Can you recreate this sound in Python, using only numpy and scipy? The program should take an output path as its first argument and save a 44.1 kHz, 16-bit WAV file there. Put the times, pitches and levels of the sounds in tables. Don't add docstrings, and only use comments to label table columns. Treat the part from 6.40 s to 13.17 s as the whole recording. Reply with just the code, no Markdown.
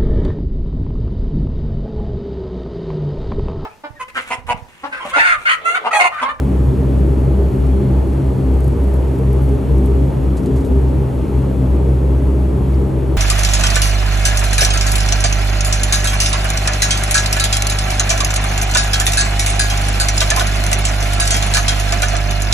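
import sys
import numpy as np
from scipy import signal
from scipy.fft import rfft, irfft, next_fast_len
from scipy.io import wavfile
from scipy.ndimage import uniform_filter1d, minimum_filter1d, map_coordinates

SR = 44100
rng = np.random.default_rng(int(sys.argv[2]) if len(sys.argv) > 2 else 0)


def voltage_ratio(level):
    return 10 ** (np.asarray(level, float) / 20)


def generate_wav(signal):
    frames = np.transpose(np.atleast_2d(signal))
    scaled = np.clip(frames, -1, 1) * 32767
    pcm = np.round(scaled).astype(np.int16)
    wavfile.write(sys.argv[1], SR, pcm)


N = 298557
T = np.arange(N) / SR


def unit(x):
    return x / np.sqrt(np.mean(np.abs(x) ** 2) + 1e-20)


def along(points, hz):
    f, v = np.transpose(points)
    return np.interp(np.log(hz + 1), np.log(f + 1), v)


def curves(rows):
    s, *cols = np.transpose(rows)
    return [np.interp(T, s, c) for c in cols]


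def wobble(rate):
    return map_coordinates(rng.standard_normal(int(N * rate / SR) + 4), [T * rate])


def filtered(x, response):
    x = np.concatenate([x[..., 4096:0:-1], x, x[..., :-4097:-1]], axis=-1)
    m = next_fast_len(x.shape[-1])
    return irfft(rfft(x, m) * response(np.fft.rfftfreq(m, 1 / SR)), m)[..., 4096:4096 + N]


def rush(spectrum, patchy_db):
    z = signal.stft(rng.standard_normal((2, N)), nperseg=512)[2]
    field = uniform_filter1d(rng.standard_normal(z.shape[1:]), size=6, axis=0)
    field = uniform_filter1d(field, size=14, axis=1)
    pair = signal.istft(z * voltage_ratio(patchy_db * unit(field)), nperseg=512)[1][:, :N]
    return unit(filtered(pair, lambda hz: voltage_ratio(along(spectrum, hz))))


def fuzzy(lines):
    def peaks(f):
        power = 0
        for centre, w, db in lines:
            off = f - centre
            power = power + voltage_ratio(db) ** 2 * SR * w / (4 * np.pi) / (off ** 2 + w * w / 4 + off ** 4 / (w * w * 16))
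        return np.sqrt(power)
    return filtered(rng.standard_normal((2, N)), peaks)


def tilted(x, tilt_db):
    hz = np.fft.rfftfreq(len(x), 1 / SR)
    return irfft(rfft(x) * voltage_ratio(tilt_db * np.log2((hz + 500) / 8000)), len(x))


# time in seconds, level in dB.
ROUGHNESS = [(0, 0), (.6, 1.5), (1, 1.5), (1.4, 1), (2.2, .5), (2.8, -1), (3.4, .5), (4.1, 1.5), (4.7, -.5),
             (5.5, 1.5), (6.77, -1)]
# frequency in Hz, density in dB per Hz.
BOOM_SPECTRUM = [(12, -36), (30, -32), (43, -19), (50, 3), (85, 0), (160, -2.5), (215, -7.5), (310, -4.5),
                 (370, -4.5), (435, -8), (490, -13.5), (620, -14), (800, -29), (1200, -83)]


def tyres():
    return voltage_ratio(-22.5 + curves(ROUGHNESS)[0]) * rush(BOOM_SPECTRUM, patchy_db=1.27)


# frequency in Hz, density in dB per Hz.
ROAR_SPECTRUM = [(300, -34), (500, -3.5), (700, -4.5), (780, 1), (880, 1.5), (1000, -4), (1300, -9),
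                 (1500, -13.5), (2000, -19.5), (3000, -35), (13100, -38), (13900, -65)]


def airstream():
    return voltage_ratio(-36) * rush(ROAR_SPECTRUM, patchy_db=0.86)


# frequency in Hz, density in dB per Hz.
VENT_SPECTRUM = [(1000, -23), (1700, 0), (2500, 2.5), (3520, -1.7), (3680, -4.8), (4050, -7.3), (4800, -10),
                 (6500, -10.5), (8500, -8.5), (9400, -10), (9900, -8.5), (10300, -1), (11200, -2),
                 (12000, -11), (12800, -16), (13500, -45), (16000, -56)]


def vents():
    return voltage_ratio(-48 + 0.32 * wobble(7.4)) * rush(VENT_SPECTRUM, patchy_db=.5)


# time in seconds, level in dB.
CLOTH_MOTION = [(0, -65), (1.5, -66), (1.7, -69), (2.3, -62), (3.2, -62), (4.0, -68), (4.75, -66),
                (4.9, -71), (6.77, -70.5)]
# frequency in Hz, density in dB per Hz.
RUSTLE_SPECTRUM = [(2000, -30), (3800, -2.5), (5500, 0.5), (8000, 5.5), (11500, 10), (14000, -14),
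                   (16000, -12)]
# frequency in Hz, density in dB per Hz.
FIZZ_SPECTRUM = [(12800, -60), (13300, 0), (14500, 0), (16000, -3), (17000, -60)]


def cloth():
    motion_db, = curves(CLOTH_MOTION)
    rustle_db = motion_db + 2.3 * wobble(12) + 3.2 * wobble(150)
    rustle = voltage_ratio(rustle_db) * rush(RUSTLE_SPECTRUM, patchy_db=2.5)
    fizz = unit(filtered(rng.standard_normal((2, N)), lambda hz: voltage_ratio(along(FIZZ_SPECTRUM, hz))))
    fizz_db = -68.5 + .3 * (motion_db - motion_db.mean()) + 1.1 * wobble(14)
    return rustle + voltage_ratio(fizz_db) * fizz


# start in seconds, peak in dB, t60 in seconds, tilt in dB per octave.
TRIM_TICKS = [(1.2666, -37, 0.0071, -6), (2.139, -42, 0.008, 2), (2.2047, -36, 0.009, 0),
              (2.2426, -36, 0.0087, 5), (2.2777, -36, 0.011, 7), (2.3246, -42, 0.0076, 0),
              (2.437, -42, 0.0089, 9), (2.5388, -42, 0.008, 11), (2.5595, -44, 0.006, -4),
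              (2.7862, -40, 0.0089, 12), (2.929, -36, 0.0064, 10), (3.3805, -40, 0.013, -5),
              (3.458, -35.5, 0.014, 8), (3.0902, -43, 0.0083, -3), (4.0586, -36, 0.012, -6)]


def ticks():
    t, out = T[:SR // 8], np.zeros(N + SR)
    echo_s, echo_db = 0.0027, -7
    for s, db, t60, tilt_db in TRIM_TICKS:
        snap = rng.standard_normal(len(t)) * voltage_ratio(-60 * t / t60)
        snap[0] = 3.4
        snap += voltage_ratio(echo_db) * np.roll(snap, round(echo_s * SR))
        snap = np.roll(snap / np.linalg.norm(snap) * 4.7, shift=32)
        out[round(s * SR) + 30:][:len(t)] += voltage_ratio(db + 1.0) * tilted(snap, tilt_db)
    return out[:N]


# start in seconds, length in seconds, level in dB, tilt in dB per octave.
WRAPPER_BURSTS = [(2.221, 0.12, -59, -2), (2.522, 0.073, -59, 3), (3.013, 0.07, -56.5, 12),
                  (3.459, 0.022, -52, -3), (3.966, 0.032, -43.5, -6), (4.03, 0.014, -49, -6),
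                  (4.059, 0.013, -43.5, -5), (4.155, 0.035, -46, -7), (4.202, 0.02, -51, -9),
                  (4.244, 0.035, -46.5, -3)]


def crinkles():
    t, out = T[:SR // 8], np.zeros(N + SR)
    for s, length, db, tilt_db in WRAPPER_BURSTS:
        grain_db = 1.3 * np.repeat(rng.standard_normal(len(t) // 30 + 1), 30)[:len(t)]
        grains = tilted(rng.standard_normal(len(t)) * voltage_ratio(grain_db), tilt_db)
        shape = np.exp(-(t / length) ** 2.1) * np.minimum(t / 0.004, 1)
        out[round(s * SR):][:len(t)] += voltage_ratio(db) * grains * shape
    return out[:N]


# start in seconds, frequency in Hz, level in dB, t60 in seconds.
CLINK_MODES = [(6.333, 2200, -39, .03), (6.355, 2150, -40, .025), (6.3405, 4676, -42, .03),
               (6.3425, 5350, -44.5, .03), (6.340, 4400, -47, .03), (6.3425, 5000, -47, .02),
               (6.343, 6100, -49, .015), (4.0592, 7600, -35, .012), (4.0592, 6100, -40, .014),
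               (4.0594, 8900, -36, .01)]


def clinks():
    out = np.zeros(N)
    for s, hz, db, t60 in CLINK_MODES:
        age = np.maximum(T - s, 0)
        attack = np.minimum(age / t60 / .07, 1)
        out += voltage_ratio(db - 60 * age / t60) * np.sin(2 * np.pi * hz * age) * attack
    return out


def trim():
    crackle = filtered(ticks() + crinkles(), lambda hz: voltage_ratio(along(RUSTLE_SPECTRUM, hz)))
    return np.array([crackle + clinks(), np.zeros(N)])


TURBINE_HZ = [2293.4, 2327]
# multiple of the rotor pitch, first engine in dB, second engine in dB.
WHINE_HARMONICS = [(1, -73, -79), (2, -78, -73.5), (3, -78, -76), (4, -80, -80)]


def whines():
    out = np.zeros(N)
    for k, *levels in WHINE_HARMONICS:
        for hz, db in zip(TURBINE_HZ, levels):
            level_db = db - 1.5 * np.tanh(T - 3.4) + 1.8 * wobble(3)
            out += voltage_ratio(level_db) * np.sin(k * (2 * np.pi * hz * T + .8 * wobble(4)))
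    return out


# time in seconds, pitch in Hz, level in dB, lower sideband in dB, upper sideband in dB.
GEAR_MESH = [(0, 4203, -74, -4, -4), (0.18, 4203, -65.5, -9, -9), (0.35, 4203, -73, -1, 3),
             (1.2, 4203, -69, -4, 0), (1.9, 4203, -66.5, -7, -3), (2.3, 4200, -71, -3, 0),
             (3.3, 4182, -70, -3, -6), (3.75, 4176, -69.5, 1, -6), (4.3, 4168, -74, -4, -4),
             (4.47, 4166, -65, -9, -9), (4.75, 4166, -72, -7, -5), (5.05, 4165, -64.5, -4, -7),
             (5.3, 4165, -70.5, -7, -4), (6.1, 4165, -73, -7, -4), (6.35, 4164, -67, -9, -9),
             (6.77, 4164, -70, -8, -8)]


def gears():
    hz, db, lower_db, upper_db = curves(GEAR_MESH)
    mesh = np.cumsum(hz + 1.5 * wobble(8.7) + 2.5 * wobble(30)) / SR
    out = np.zeros(N)
    for sign, side_db in [(-1, lower_db), (1, upper_db), (0, 0)]:
        tone = np.sin(2 * np.pi * (mesh + sign * 64.5 * T))
        out += voltage_ratio(db + side_db + 1.5 * wobble(6)) * tone
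    return out


BLADE_HZ = 65.59
# multiple of the blade rate, width in Hz, level in dB.
ORDER_SKIRTS = [(1, 29, -30.5), (2, 25, -31.5), (3, 14, -34.5), (4, 17, -32), (5, 19, -34), (6, 38, -34),
                (7, 14, -40), (8, 23, -41.5)]
# frequency in Hz, width in Hz, level in dB.
PUMP_HUM = [(278.5, 2.2, -38), (163.4, 0.3, -38), (572.6, 8.3, -43), (636, 6, -57), (651, 11, -46),
            (890, 49, -52), (3360, 30, -77), (12606, 12, -82)]
# frequency in Hz, width in Hz, level in dB.
DUCT = [(4260, 120, -69)]


def skirts():
    orders = [(k * BLADE_HZ, width, db) for k, width, db in ORDER_SKIRTS]
    return fuzzy(orders + PUMP_HUM + DUCT)


# multiple of the blade rate, level in dB, phase wander in radians.
MURMUR = [(2, -30, 0.58), (3, -36.5, 1.28), (4, -35, 1.46), (5, -41, 1.52), (6, -37, 1.67), (7, -46, 1.26)]
# time in seconds, pitch in Hz, peak in dB, width in
# seconds.
SWELLS = [(0.04, 130.3, -20, 0.24), (0.199, 130.5, -17, 0.044), (0.299, 132.6, -13.5, 0.086),
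          (0.47, 130.1, -17, 0.17), (0.6, 134.2, -18.5, 0.15), (0.72, 133.5, -14.5, 0.034),
          (0.86, 131, -15.5, 0.12), (1.05, 132, -24, 0.066), (1.168, 134.3, -17.5, 0.13),
          (1.26, 134.6, -20, 0.085), (1.325, 132.4, -21, 0.067), (1.48, 131.1, -13, 0.095),
          (1.8, 132.9, -17, 0.15), (1.99, 129.9, -16.5, 0.085), (2.16, 133, -20.5, 0.074),
          (2.28, 132.9, -16, 0.1), (2.44, 131.8, -28, 0.059), (2.581, 130.4, -28, 0.059),
          (2.7, 129.8, -21, 0.062), (2.86, 131.4, -16, 0.25), (3.04, 131.2, -15.5, 0.05),
          (3.13, 130.9, -17.5, 0.15), (3.22, 126.5, -21, 0.052), (3.31, 134.6, -16, 0.048),
          (3.379, 132.8, -20, 0.13), (3.5, 130.5, -21, 0.065), (3.64, 133.0, -16, 0.12),
          (3.781, 135.2, -16.5, 0.079), (3.9, 131.6, -18, 0.12), (4.05, 131, -20.5, 0.049),
          (4.14, 132.5, -14.5, 0.056), (4.37, 133.6, -18, 0.053), (4.47, 131.5, -18, 0.096),
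          (4.63, 129.3, -15.5, 0.19), (4.76, 127.3, -22, 0.053), (5.02, 130.5, -18.5, 0.18),
          (5.221, 132.3, -17.5, 0.13), (5.49, 129.4, -17, 0.19), (5.61, 131.7, -19.5, 0.21),
          (5.71, 133.8, -24, 0.12), (5.83, 131, -18.5, 0.11), (5.98, 127.2, -18.5, 0.099),
          (6.19, 132.7, -16.5, 0.2), (6.39, 133.3, -22.5, 0.22), (6.53, 131.7, -18, 0.092),
          (6.71, 133.5, -23, 0.073),
          (0.1, 193.5, -20.5, 0.096), (0.199, 194.4, -24.5, 0.12), (0.36, 328.1, -22, 0.033),
              (0.41, 194.0, -24.5, 0.17), (0.58, 196.1, -22.5, 0.13), (0.669, 325.1, -26, 0.07),
              (0.701, 197.2, -29, 0.06), (0.91, 324.4, -33, 0.084), (0.97, 195.5, -25.5, 0.098),
              (1.16, 199.2, -23, 0.1), (1.42, 328.9, -27, 0.071), (1.45, 195.7, -21, 0.2),
              (1.52, 332.5, -26.5, 0.064), (1.7, 196.1, -24.5, 0.088), (1.79, 332.7, -27.5, 0.13),
              (1.9, 194.5, -23, 0.15), (1.98, 195.7, -26.0, 0.06), (2.13, 327.4, -26.5, 0.18),
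              (2.46, 197.1, -24.5, 0.074), (2.56, 196.2, -26, 0.063), (2.871, 196.3, -25.5, 0.24),
              (3.09, 197.8, -28, 0.13), (3.329, 196.7, -33, 0.089), (3.38, 330.7, -25.5, 0.13),
              (3.41, 196.2, -23.5, 0.25), (3.88, 195.5, -26, 0.078), (4.02, 190.8, -26, 0.246),
              (4.96, 327.8, -32, 0.11), (5.16, 197.2, -23.5, 0.21), (5.34, 196.8, -23, 0.061),
              (5.359, 331.2, -29.5, 0.14), (5.49, 328.4, -27.5, 0.11), (5.5, 192.9, -27, 0.12),
              (5.68, 194.1, -24.5, 0.058), (5.9, 195.1, -25.5, 0.075), (6.02, 192.5, -21.5, 0.081),
              (6.26, 198.8, -25.5, 0.21), (6.34, 329.6, -30, 0.095), (6.55, 324.0, -24, 0.11),
              (6.71, 326.1, -22, 0.045),
          (0.03, 258.6, -20.5, 0.06), (0.099, 262.5, -20, 0.082), (0.24, 264.3, -24, 0.1),
              (0.35, 256.6, -23, 0.084), (0.41, 462, -31.5, 0.1), (0.56, 260.5, -26, 0.19),
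              (1.05, 462, -37, 0.047), (1.18, 264, -23, 0.056), (1.3, 264.2, -23, 0.08),
              (1.66, 262.5, -28.5, 0.099), (1.76, 261, -33, 0.091), (1.99, 265.1, -29, 0.048),
              (2.09, 263.8, -23, 0.14), (2.3, 259.5, -24.5, 0.05), (2.382, 456.5, -27, 0.071),
              (2.43, 262, -20.5, 0.037), (2.58, 458.3, -32, 0.046), (2.81, 264.5, -30, 0.18),
              (2.82, 458, -27, 0.063), (3.111, 263.7, -19, 0.094), (3.301, 460.4, -29.5, 0.07),
              (3.42, 462, -30, 0.18), (3.44, 262, -21.5, 0.087), (3.49, 453.4, -29, 0.091),
              (3.64, 269.3, -22.5, 0.086), (3.69, 459.2, -29, 0.038), (3.89, 263.2, -30, 0.076),
              (4.02, 260.3, -23, 0.044), (4.1, 265, -19, 0.066), (4.16, 462.8, -27.5, 0.14),
              (4.18, 262.5, -23, 0.24), (4.34, 264, -21.5, 0.13), (4.62, 265.5, -30, 0.044),
              (5.24, 267, -22.0, 0.083), (5.44, 466, -30, 0.11), (5.751, 263, -25, 0.046),
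              (6.14, 261.3, -28.5, 0.097), (6.44, 457.3, -30.5, 0.086),
          (0.35, 393.3, -29, 0.036), (0.44, 391.2, -23.5, 0.048), (1.02, 395.3, -23, 0.12),
            (1.16, 394.7, -23.5, 0.092), (1.43, 393.0, -27, 0.17), (1.7, 393.0, -28, 0.061),
            (2.28, 396.5, -27, 0.044), (2.41, 395.3, -28, 0.13), (2.749, 394.5, -26, 0.075),
            (2.95, 395.0, -23, 0.12), (3.13, 399.0, -21, 0.061), (3.3, 396.1, -29, 0.053),
            (3.41, 396.0, -24.5, 0.17), (3.5, 387.8, -21, 0.036), (3.59, 392.9, -22, 0.068),
            (4.11, 397.4, -26, 0.048), (4.17, 394.6, -23, 0.16), (4.36, 395.0, -22.5, 0.083),
            (4.92, 391.6, -27, 0.086), (5.46, 395.5, -28.5, 0.13), (5.891, 399.4, -27, 0.14),
            (6.18, 395.3, -27, 0.067), (6.44, 398.0, -27, 0.054), (6.62, 397.5, -25, 0.03)]
# time in seconds, width in seconds.
CANCELLATIONS = [(.245, 0.034), (1.0, .06), (1.37, 0.042), (1.65, 0.12), (2.39, 0.054), (2.5, 0.056),
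                 (3.19, .04), (3.86, 0.039), (3.99, 0.062), (4.28, 0.081), (4.85, 0.043), (5.17, 0.045),
                 (5.36, 0.043), (5.93, 0.052), (6.1, 0.072)]


def overtones():
    out = np.zeros(N)
    for k, db, wander in MURMUR:
        power = voltage_ratio(db + 2.6 * wobble(12)) ** 2
        hz = np.full(N, k * BLADE_HZ)
        for s, peak_hz, peak_db, width in SWELLS:
            if round(peak_hz / BLADE_HZ) != k:
                continue
            near = slice(max(0, round((s - .5) * SR)), round((s + .5) * SR))
            bump = np.exp(-2.8 * ((T[near] - s) / width) ** 2)
            power[near] += (voltage_ratio(peak_db - 1.6) * bump) ** 2
            hz[near] += (peak_hz - k * BLADE_HZ) * bump
        gain = np.sqrt(power)
        if k == 2:
            for s, width in CANCELLATIONS:
                gain = gain * np.tanh(2 * (T - s) / width)
        unrest = wander * (wobble(11) + 0.37 * wobble(30))
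        out += gain * np.sin(2 * np.pi * np.cumsum(hz) / SR + unrest)
    return out


# time in seconds, level in dB.
THRUST = [(0, -13), (0.3, -12.5), (0.5, -14.5), (1.0, -13), (1.27, -11.5), (1.5, -14.5), (2.13, -12),
          (2.6, -14.5), (2.95, -14), (3.38, -13), (3.65, -13), (4.1, -16), (4.4, -12.5), (4.7, -20),
          (5.2, -17.5), (5.65, -12), (6.35, -18), (6.77, -16.5)]
# time in seconds, change in dB, width in seconds, phase slip in turns.
PHASE_SLIPS = [(.09, -4.5, 0.13, 0.02), (1.69, -1, 0.044, 0.03), (3.255, -10, 0.055, 0.11),
               (3.37, 3.5, 0.088, -0.12), (3.93, 0.5, 0.051, -0.06), (4.69, -11, 0.052, 0.2),
               (4.95, 6.5, 0.078, 0.08), (5.259, -4, 0.041, -0.14), (5.34, 4.5, .07, 0.03),
               (5.82, -2, 0.053, 0.06), (6.35, 6.5, .12, 0.04), (6.62, 0, 0.059, -0.1),
               (0.38, -6, 0.16, 0.23), (1.145, -11, 0.093, -0.49), (1.439, -6, 0.1, 0.19),
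               (1.82, -18, 0.064, 0.14), (1.98, -21, 0.11, -0.72), (2.355, -13, 0.056, 0.11),
               (2.76, -10, 0.12, 0.18), (3.191, -6, 0.046, 0.33), (3.71, -21, 0.074, -0.22),
               (3.785, -20, 0.053, -0.37), (4.01, -13, 0.046, -0.29), (4.1, -6, 0.048, 0.26),
               (4.259, -13, 0.062, 0.21), (4.88, -14, 0.078, 0.33), (5.08, -6, 0.074, -0.21),
               (5.61, -4, 0.047, 0.01), (6.25, -4, 0.083, 0.09), (6.515, -14, 0.05, 0.39)]


def drone():
    db, = curves(THRUST)
    gain = voltage_ratio(db + 0.06 + .5 * wobble(10))
    turns = 65.5 * T
    for s, change_db, width, turn in PHASE_SLIPS:
        u = (T - s) / width
        gain = gain * (1 - (1 - voltage_ratio(change_db)) * np.exp(-2.8 * u * u))
        turns = turns + turn * np.tanh(2.2 * u) / 2
    return gain * np.sin(2 * np.pi * turns + .12 * wobble(5.8))


def engines():
    steady = np.sqrt(2) * (drone() + overtones() + whines() + gears())
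    return skirts() + [steady, np.roll(steady, 9000)]


# frequency in Hz, left-right correlation.
LIKENESS = [(60, 0.99), (130, 0.98), (270, 0.86), (590, 0.65), (900, 0.31), (1400, 0.43), (2100, 0.96),
            (4000, 0.83), (5400, 0.81), (7300, 0.97), (8000, 0.78), (10300, .997), (12300, 0.46),
            (13000, 0.72), (14000, 0.77)]
# frequency in Hz, lead of the left port in radians.
PORT_LEAD = [(0, 0), (340, .1), (860, -1.1), (1290, 0), (1720, -.3), (2200, 0), (3190, .7), (5250, 0),
             (7400, 0), (7920, .25), (8870, 0), (10300, -3.14), (11800, -6.28), (12300, -6.28),
             (13200, -9.4), (14000, -9.4), (14500, -11.5), (15200, -12.56)]


def scene():
    def shares(hz):
        angle = np.arccos(np.clip(along(LIKENESS, hz), -1, 1)) / 2
        return np.array([np.cos(angle), np.sin(angle)])

    airframe = tyres() + airstream() + vents() + cloth()
    shared, diffuse = filtered(airframe + trim() + engines(), shares)
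    ports = np.array([shared + diffuse, shared - diffuse])
    return filtered(ports, lambda hz: np.exp(.5j * along(PORT_LEAD, hz) * [[1], [-1]]))


def coloured(x):
    def response(hz):
        left_db = along([(60, .5), (130, .65), (500, .55), (2000, 0)], hz)
        both_db = along([(10, -16), (30, -7), (50, 0), (14400, 0), (15000, -5)], hz)
        return voltage_ratio(left_db * [[1], [-1]] + both_db)
    return filtered(x, response)


def limited(x):
    ceiling = .85
    need = np.minimum(1, ceiling / (np.abs(x).max(axis=0) + 1e-9))
    return x * uniform_filter1d(minimum_filter1d(need, size=900), size=800)


# frequency in Hz, share of frames kept.
MID_KEPT = [(9500, 1), (9900, .88), (10200, .55), (10500, 1), (12700, 1), (13000, .6), (13300, .06),
            (13600, .02), (14000, .03), (14400, .36), (14900, .2), (15200, .08), (15600, .06)]
# frequency in Hz, share of frames kept.
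SIDE_KEPT = [(1800, 1), (2100, .8), (2500, 1), (4000, .9), (5000, .45), (5500, .05), (7300, 0), (7900, .6),
             (8500, 0), (9000, 1), (11600, 1), (11800, .02), (12300, .02), (12500, .6), (13400, .45),
             (14300, .85), (14600, .1), (14800, 0)]


def gated(x):
    x = np.pad(x, [(0, 0), (922, 2048)], "reflect")
    hz, _, z = signal.stft([x[0] + x[1], x[0] - x[1]], SR, "cosine", nperseg=2048, boundary="even")
    band = np.abs(z[:, :-1]).reshape(2, 64, 16, -1).sum(axis=2)
    rank = band.argsort(axis=2).argsort(axis=2) / band.shape[2]
    share = np.array([along(kept, hz[8::16]) for kept in (MID_KEPT, SIDE_KEPT)])
    z[:, :-1] *= np.repeat(rank >= 1 - share[..., None], 16, axis=1)
    mid, side = signal.istft(z, SR, "cosine", nperseg=2048)[1][:, 922:922 + N] / 2
    return np.array([mid + side, mid - side])


def low_pass(x):
    return signal.sosfilt(signal.butter(12, 15740, fs=SR, output="sos"), x)


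def record(dry):
    mix = gated(limited(coloured(dry)))
    return low_pass(mix)


dry = scene()
out = record(dry)
generate_wav(out)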